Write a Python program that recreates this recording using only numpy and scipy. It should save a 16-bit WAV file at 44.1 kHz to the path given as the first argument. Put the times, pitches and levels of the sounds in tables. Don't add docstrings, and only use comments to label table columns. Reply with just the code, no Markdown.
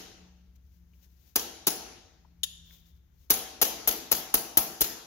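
import sys
import numpy as np
from scipy import signal
from scipy.fft import rfft, irfft, next_fast_len
from scipy.io import wavfile
from scipy.ndimage import uniform_filter1d, map_coordinates

SR = 44100
rng = np.random.default_rng(int(sys.argv[2]) if len(sys.argv) > 2 else 0)


def dump_mix(stems):
    frames = np.atleast_2d(stems).T
    limited = np.clip(frames, -1, 1)
    pcm = np.round(limited * 32767).astype(np.int16)
    wavfile.write(sys.argv[1], SR, pcm)


N = 223145
LEAD = 11025

# graze just before, first touch, late rattle, knock of the slab, boom of the slab,
# clack of the shank, 13 kHz ring of the head; then left over right in dB, slap from the far wall in dB over the
# strength, time from first touch to full blow in seconds, push of the floor on the camera in dB before the
BLOWS = [(-.16, -10.5, -46, -2, -3.5, -11, -11, -5.5, 1.5, 2, -2, .0035, -60),
         (1.357, -11, -38, -1, -6, -9, -10.5, -5.5, -1.5, 1.1, 0.5, 0.0038, -52),
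         (1.668, -7.5, -45.5, -9.5, 0.5, -11, -12, -8.5, -21.5, 2.3, -2, .0022, -57),
         (3.3024, -5, -17, -3.5, 0, -12.5, -16, -9.5, -3, 3.37, 1, 0.0032, -44),
         (3.6144, -9, -40, -2.5, 2.5, -7.5, -12, -7, 1.5, 6.4, 2.5, .0034, -43),
         (3.874, -11, -40, -3, 3.5, -8, -11.5, -7, 4, 7.1, 4.5, 0.0034, -41),
         (4.114, -8, -34, -9.5, 1.5, -10, -13.5, -8.5, 1, 5.1, 0, .0024, -45),
         (4.3399, -7, -36, -3.5, 0.5, -9, -15.5, -10.5, -2.5, 2.6, -1, 0.0029, -41),
         (4.5712, -6.5, -49, -0.5, -0.5, -8.5, -15.5, -10.5, 1, 4, -11, .0038, -43.5),
         (4.807, -12.5, -40, -2, 6, -13, -15, -8.5, 0.5, 4.5, 8, 0.0027, -38)]


def amp(db):
    return 10 ** (np.asarray(db) / 20)


def unit(x):
    return x / np.sqrt(np.mean(x ** 2) + 1e-20)


def along(points, hz):
    f, v = np.transpose(points)
    return np.interp(np.log(hz + 1), np.log(f + 1), v)


def curves(rows):
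    s, *cols = np.transpose(rows)
    return [np.interp(np.arange(N) / SR, s, c) for c in cols]


def wobble(rate):
    knots = rng.standard_normal(int(N * rate / SR) + 4)
    return map_coordinates(knots, [np.arange(N) * rate / SR])


def filtered(x, response):
    m = next_fast_len(x.shape[-1] + 8192)
    spectrum = rfft(x, m) * response(np.fft.rfftfreq(m, 1 / SR))
    return irfft(spectrum, m)[..., :x.shape[-1]]


def pair(length, alike, spectrum=((1, 0),)):
    def gain(hz):
        turn = np.arccos(np.clip(along(alike, hz), -1, 1)) / 2
        return amp(along(spectrum, hz)) * [np.cos(turn), np.sin(turn)]

    mid, side = filtered(rng.standard_normal((2, length)), gain)
    return unit(np.array([mid + side, mid - side]))


def body(modes, bed):
    hz = np.fft.rfftfreq(8192, 1 / SR) + 1
    power = amp(2 * along(bed, hz))
    for centre_hz, width_hz, db in modes:
        power = power + amp(2 * db) / (1 + (2 * (hz - centre_hz) / width_hz) ** 2) ** 2
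    cepstrum = irfft(np.log(power + 1e-12) / 2)
    cepstrum[1:4096] *= 2
    cepstrum[4097:] = 0
    ring = irfft(np.exp(rfft(cepstrum)))[:4096]
    return ring / np.linalg.norm(ring)


def strike(times, levels_db, pans_db, t60, own):
    out, t = np.zeros((2, N + LEAD + 2048)), np.arange(2048) / SR
    later = 6
    shape = amp(-60 * t / t60) * (1 - np.exp(-t / 0.0011))
    grit = rng.standard_normal((len(times), 3, len(t)))
    for s, db, pan_db, (shared, left, right) in zip(times, levels_db, pans_db, grit):
        burst = shape * (np.sqrt(1 - own) * shared + np.sqrt(own) * np.array([left, right]))
        burst *= np.linalg.norm(shape) / np.linalg.norm(burst, axis=1, keepdims=True)
        i = round(s * SR) + LEAD
        out[0, i:i + len(t) - later] += amp(db) * burst[0, :-later]
        out[1, i + later:i + len(t)] += amp(db - pan_db) * burst[1, :-later]
    return out[:, :N + LEAD]


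def garage(force, near_db, far_db):
    # frequency in Hz, decay time t60 in seconds.
    room_decay = [(60, 0.45), (160, 1), (420, 1), (1100, 1), (2900, 1), (6000, 0.84), (9000, 0.61),
                  (13000, 0.42), (15600, 0.35), (16000, .04)]
    # frequency in Hz, left-right likeness.
    echo_alike = [(60, 0.81), (180, 0.94), (550, 0.3), (1650, 0.25), (4970, -0.014), (15000, -0.24)]
    window, hop = 256, 64
    frames = dict(nperseg=window, noverlap=window - hop)
    hz, t, noise = signal.stft(pair(N + LEAD, echo_alike), SR, **frames)
    frame_of_sample = np.arange(N + LEAD) // hop + 1
    energy = np.bincount(frame_of_sample, force[0] ** 2, len(t))[None, :len(t)]

    near = amp(2 * near_db - 120 * t / 0.2) * (1 - np.exp(-(t / 0.015) ** 2))
    t60 = along(room_decay, hz)[:, None]
    far = amp(2 * far_db - 120 * t / t60) * (1 + 1.1 * np.exp(-t / 0.017))
    arrival = 0.28 + 0.56 / (1 + np.exp(-(t - .03) / .003))
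    lingering = np.abs(signal.fftconvolve(energy, near + far * arrival, axes=1)[:, :len(t)])

    patches = uniform_filter1d(rng.standard_normal(lingering.shape), 2, 0)
    patches = unit(uniform_filter1d(patches, 60, 1))
    echo = noise * amp(1.8 * patches) * np.sqrt(lingering)
    return signal.istft(echo, SR, **frames)[1][:, :N + LEAD] * amp([[0], [-3.5]])


def sounded(force, ring, near_db=-36, far_db=-40):
    heard = force + garage(force, near_db, far_db)
    return signal.fftconvolve(heard, ring[None], axes=1)[:, LEAD:LEAD + N]


def tool():
    # strength, slab, shank, left over right, all in dB and added to those of the blow.
    contacts = np.array([(-7, 11.5, 7.5, 3), (1.5, 4, 2, 1), (2, -1.5, -1, 0), (-5.5, 3, 1, -3),
                         (-7.5, 5.5, 5.5, 6.5), (-12.5, 7, 7, 8), (-18, 3, 11, 4)])
    delay_s = np.array([-.004, 0, 0, .0058, .0095, .014, .0333])
    # centre in Hz, width in Hz, level in dB.
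    head_modes, grip_modes = [(9040, 190, -22.5), (9700, 400, -22), (11000, 280, -6.5), (11100, 200, -8.5),
                              (13500, 370, -9.5), (14130, 300, -6), (15600, 260, -9)], [(12780, 150, -9), (12800, 240, -6), (12940, 160, -4.5)]
    shank_modes = [(2920, 750, -12.5), (4620, 530, -11), (5320, 680, -8), (5980, 480, -4), (6580, 1220, -4)]
    knock_modes, boom_modes = [(577, 8.3, -5.5), (664, 71, -5), (758, 25, -14), (792.6, 29, -10),
                               (879, 150, -8), (1065, 250, -12), (1302, 30, -9)], [(169, 36, -11.5), (242, 21, -12), (320.8, 72, -6),
                                                  (446, 45, -5.5), (433, 63, -7)]
    # frequency in Hz, level in dB per Hz.
    head_bed, grip_bed = [(7500, -47), (8500, -28.5), (9500, -28.5), (11000, -9.5), (12000, -18.5),
                          (14000, -20.5), (15600, -10), (16000, -29), (16800, -40)], [(11000, -44), (12200, -16), (13600, -6.5), (14600, -47.5)]
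    shank_bed = [(700, -39.5), (1300, -10), (2300, -10.5), (4000, -6), (6500, -7), (7600, -14.5),
                 (8500, -27), (9500, -35)]
    knock_bed, boom_bed = [(300, -47), (520, -18.5), (620, -11.5), (900, -8), (960, -16), (1500, -17.5),
                           (3000, -34)], [(40, -41.5), (120, -10), (300, -4.5), (480, -6),
                                                  (560, -10), (900, -45.5)]
    head_db = 0.5
    scatter_s, scatter_db = .0006, 2

    (blow_s, blow_db, graze_db, touch_db, rattle_db, knock_db, boom_db, clack_db, ring_db,
     blow_pan_db, slap_db, lag_s, _) = np.array(BLOWS).T[:, :, None]
    step_db, slab_db, shank_db, step_pan_db = contacts.T
    kind = np.arange(len(contacts))
    rattling = (kind > 2) & (kind < 6)
    chance = rng.standard_normal((len(BLOWS), 2, len(contacts))) * rattling

    s = (blow_s + (kind > 1) * lag_s + delay_s + scatter_s * chance[:, 0]).ravel()
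    manner_db = (kind == 0) * graze_db + (kind == 1) * touch_db + rattling * rattle_db + (kind == 6) * slap_db
    db = blow_db + step_db + manner_db + scatter_db * chance[:, 1]
    pan_db = (blow_pan_db + step_pan_db).ravel()

    def force(part_db, t60, own):
        return strike(s, (db + part_db).ravel(), pan_db, t60, own)

    low = sounded(force(head_db, 0.016, 1.0), body(head_modes, head_bed))
    high = sounded(force(ring_db, 0.016, 1.0), body(grip_modes, grip_bed))
    shank = sounded(force(clack_db + shank_db, 0.025, 0.34), body(shank_modes, shank_bed))
    knock = sounded(force(knock_db + slab_db, 0.0089, .05), body(knock_modes, knock_bed),
                    near_db=-34.0, far_db=-38.5)
    boom = sounded(force(boom_db + slab_db, 0.013, 0.069), body(boom_modes, boom_bed),
                   near_db=-48.5, far_db=-38.5)
    return low + high + shank + knock + boom


def standing_waves():
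    # frequency in Hz, level in dB relative to the set, decay time t60 in seconds.
    room_modes = [(218.2, -3.5, 0.78), (326, -2.5, 1.1), (344.3, -4.5, .8), (431, 0.5, 0.42),
                  (471.4, -2, 0.74), (613.4, -8.5, 1.2), (673, -4, 0.84), (714, -5, 0.7), (760, 1, 0.92),
                  (788, -6, 0.86), (877, -5, 0.23)]
    set_db, build_s = -28.5, .01
    out, t = np.zeros(N + LEAD + SR), np.arange(SR) / SR
    hz, mode_db, t60 = np.array(room_modes).T[:, :, None]
    chance = rng.standard_normal((len(BLOWS), 2, len(room_modes), 1))
    for (s, db, _, _, _, knock_db, *_), (size, phase) in zip(BLOWS, chance):
        decay = amp(mode_db + 2.0 * size - 60 * t / t60)
        tones = (decay * np.sin(2 * np.pi * (hz * t + phase))).sum(axis=0)
        start = round(s * SR) + LEAD
        out[start:start + SR] += amp(db + knock_db + set_db) * (1 - np.exp(-t / build_s)) * tones
    return out[LEAD:LEAD + N] * amp([[0], [-4]])


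def engine(rows, fading_db):
    hz, db = curves(rows)
    phase = 2 * np.pi * np.cumsum(hz + 1.5 * wobble(5)) / SR
    return np.sqrt(2) * amp(db + fading_db * wobble(8)) * np.sin(phase)


def background():
    # time in seconds, level in dB before the left-right balance.
    traffic_swell = [(0, -61.5), (.5, -63), (1.7, -64), (2.45, -61.5), (3.7, -64), (5.06, -69)]
    # frequency in Hz, relative level in dB per Hz.
    drone_spectrum, hiss_spectrum = [(13, -60), (22, -25.5), (46, -5.5), (65, -5), (80, -4.5), (98, -14),
                                     (140, -15.5), (157, -17), (178, -17.5), (204, -21), (262, -25),
                                     (326, -32.5), (600, -46.5), (780, -69.5), (1320, -120)], [(180, -22.5), (300, -4), (537, -14.5), (978, -16),
                                                    (1080, -18), (1530, -16), (4590, -23.5), (6410, -19),
                                                    (8360, -36.5), (15000, -17), (16000, -31.5)]
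    # frequency in Hz, left-right likeness.
    drone_alike = [(60, 1), (240, 0.27), (950, -0.02), (3770, 0.05), (15000, 0.04)]
    # time in seconds, mean frequency in Hz, mean level in dB before the left-right balance.
    high_note, deep_note = [(0, 186.3, -58.5), (.15, 183, -71), (.21, 181.5, -59), (.5, 180, -67.5),
                            (.65, 178.6, -74), (.8, 176.5, -66), (1.3, 174, -77), (2.1, 173.1, -77),
                            (2.18, 172, -67), (2.9, 172.6, -66.5), (3.28, 170, -86.5)], [(0, 65.1, -75), (.5, 65.56, -56), (.95, 64.53, -60),
                                         (1.3, 66.6, -63.5), (2.2, 66.93, -71.5), (2.5, 64.5, -60),
                                         (3.2, 64, -64), (5.06, 64, -68.5)]
    drone = amp(curves(traffic_swell)[0]) * pair(N, drone_alike, drone_spectrum)
    hiss = amp(-76.5) * pair(N, [(1, 0.027)], hiss_spectrum)
    engines = engine(high_note, fading_db=0.5) + engine(deep_note, fading_db=0.3)
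    return (drone + engines) * amp([[1.5], [-1.5]]) + hiss * amp([[3], [-6]])


def sleeves():
    # time of the peak in seconds, half length in seconds, peak level in dB.
    rustles = [(0.561, .006, -61.5), (0.739, 0.095, -70.5), (0.966, 0.065, -68), (1.04, .02, -59.5),
               (1.129, .06, -69), (1.261, .07, -60.5), (2.737, 0.069, -56.5), (2.882, 0.031, -61.5),
               (2.955, 0.029, -70), (3.224, 0.062, -66)]
    # start in seconds, level in dB before rise and decay, centre in Hz, width in Hz.
    ticks = [(.56, -79, 5280, 5560), (.934, -57.5, 2614, 1300), (2.248, -52.5, 980, 800),
             (2.706, -52, 1910, 1500)]
    # frequency in Hz, relative level in dB per Hz.
    cloth_spectrum = [(240, -23), (400, -3.5), (879, -7), (1160, -10.5), (1600, -8.5), (3690, -2.5),
                      (4310, -2.5), (6640, 0), (8370, -17), (14800, 4), (16000, -5.5)]
    grain = amp(0.94 * wobble(150) + 1.4 * wobble(36))
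    now = np.arange(N) / SR
    motion = sum(amp(db) * np.exp(-np.abs((now - s) / half_s) ** 1.7) for s, half_s, db in rustles)
    cloth = motion * unit(grain * pair(N, [(1, .1)], cloth_spectrum))

    t = np.arange(1500) / SR
    for s, db, hz, width_hz in ticks:
        band = filtered(rng.standard_normal(len(t)), lambda f: 1 / (1 + (2 * (f - hz) / width_hz) ** 2) ** 2)
        shape = amp(db - 60 * t / 0.034) * (1 - np.exp(-t / 0.0019))
        start = round(s * SR)
        cloth[:, start:start + len(t)] += shape * unit(band)
    return cloth * amp([[0], [-13]])


def pushes():
    push_after_s = .021
    t = np.arange(N) / SR - push_after_s
    swing = np.zeros(N)
    for s, *_, push_db in BLOWS:
        swing += amp(push_db) * np.exp(-((t - s) / .014) ** 2) * np.sin(2 * np.pi * 50 * (t - s))
    return swing * np.array([[1.6], [.15]])


def part():
    # time of the contact in seconds, strength in dB.
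    clinks = [(2.4327, -14), (2.436, -20.5), (2.4382, -18.5)]
    # centre in Hz, width in Hz, level in dB.
    part_modes = [(1770, 310, -19.5), (2860, 230, -6.5), (3140, 200, -1.5), (3530, 330, 2.5),
                  (3660, 460, -1), (5800, 540, -10), (6850, 360, -3.5), (11080, 440, -0.5),
                  (15300, 320, -9.5)]
    # frequency in Hz, level in dB per Hz.
    part_bed = [(150, -30.5), (600, -29.5), (2000, -27.5), (4500, -12), (7500, -13.5), (8800, -35),
                (12500, -21), (15700, -14), (16800, -48.5)]
    s, db = np.transpose(clinks)
    force = strike(s, db, np.full(len(s), 9.), 0.034, 0.49)
    return sounded(force, body(part_modes, part_bed), near_db=-43, far_db=-48.0)


def scene():
    return tool() + standing_waves() + background() + sleeves() + pushes() + part()


def record(dry):
    soft = dry / (1 + np.abs(dry) ** 6) ** (1 / 6)
    return filtered(soft, lambda hz: 1 / (1 + (hz / 16600) ** 200))


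dry = scene()
out = record(dry)
dump_mix(out)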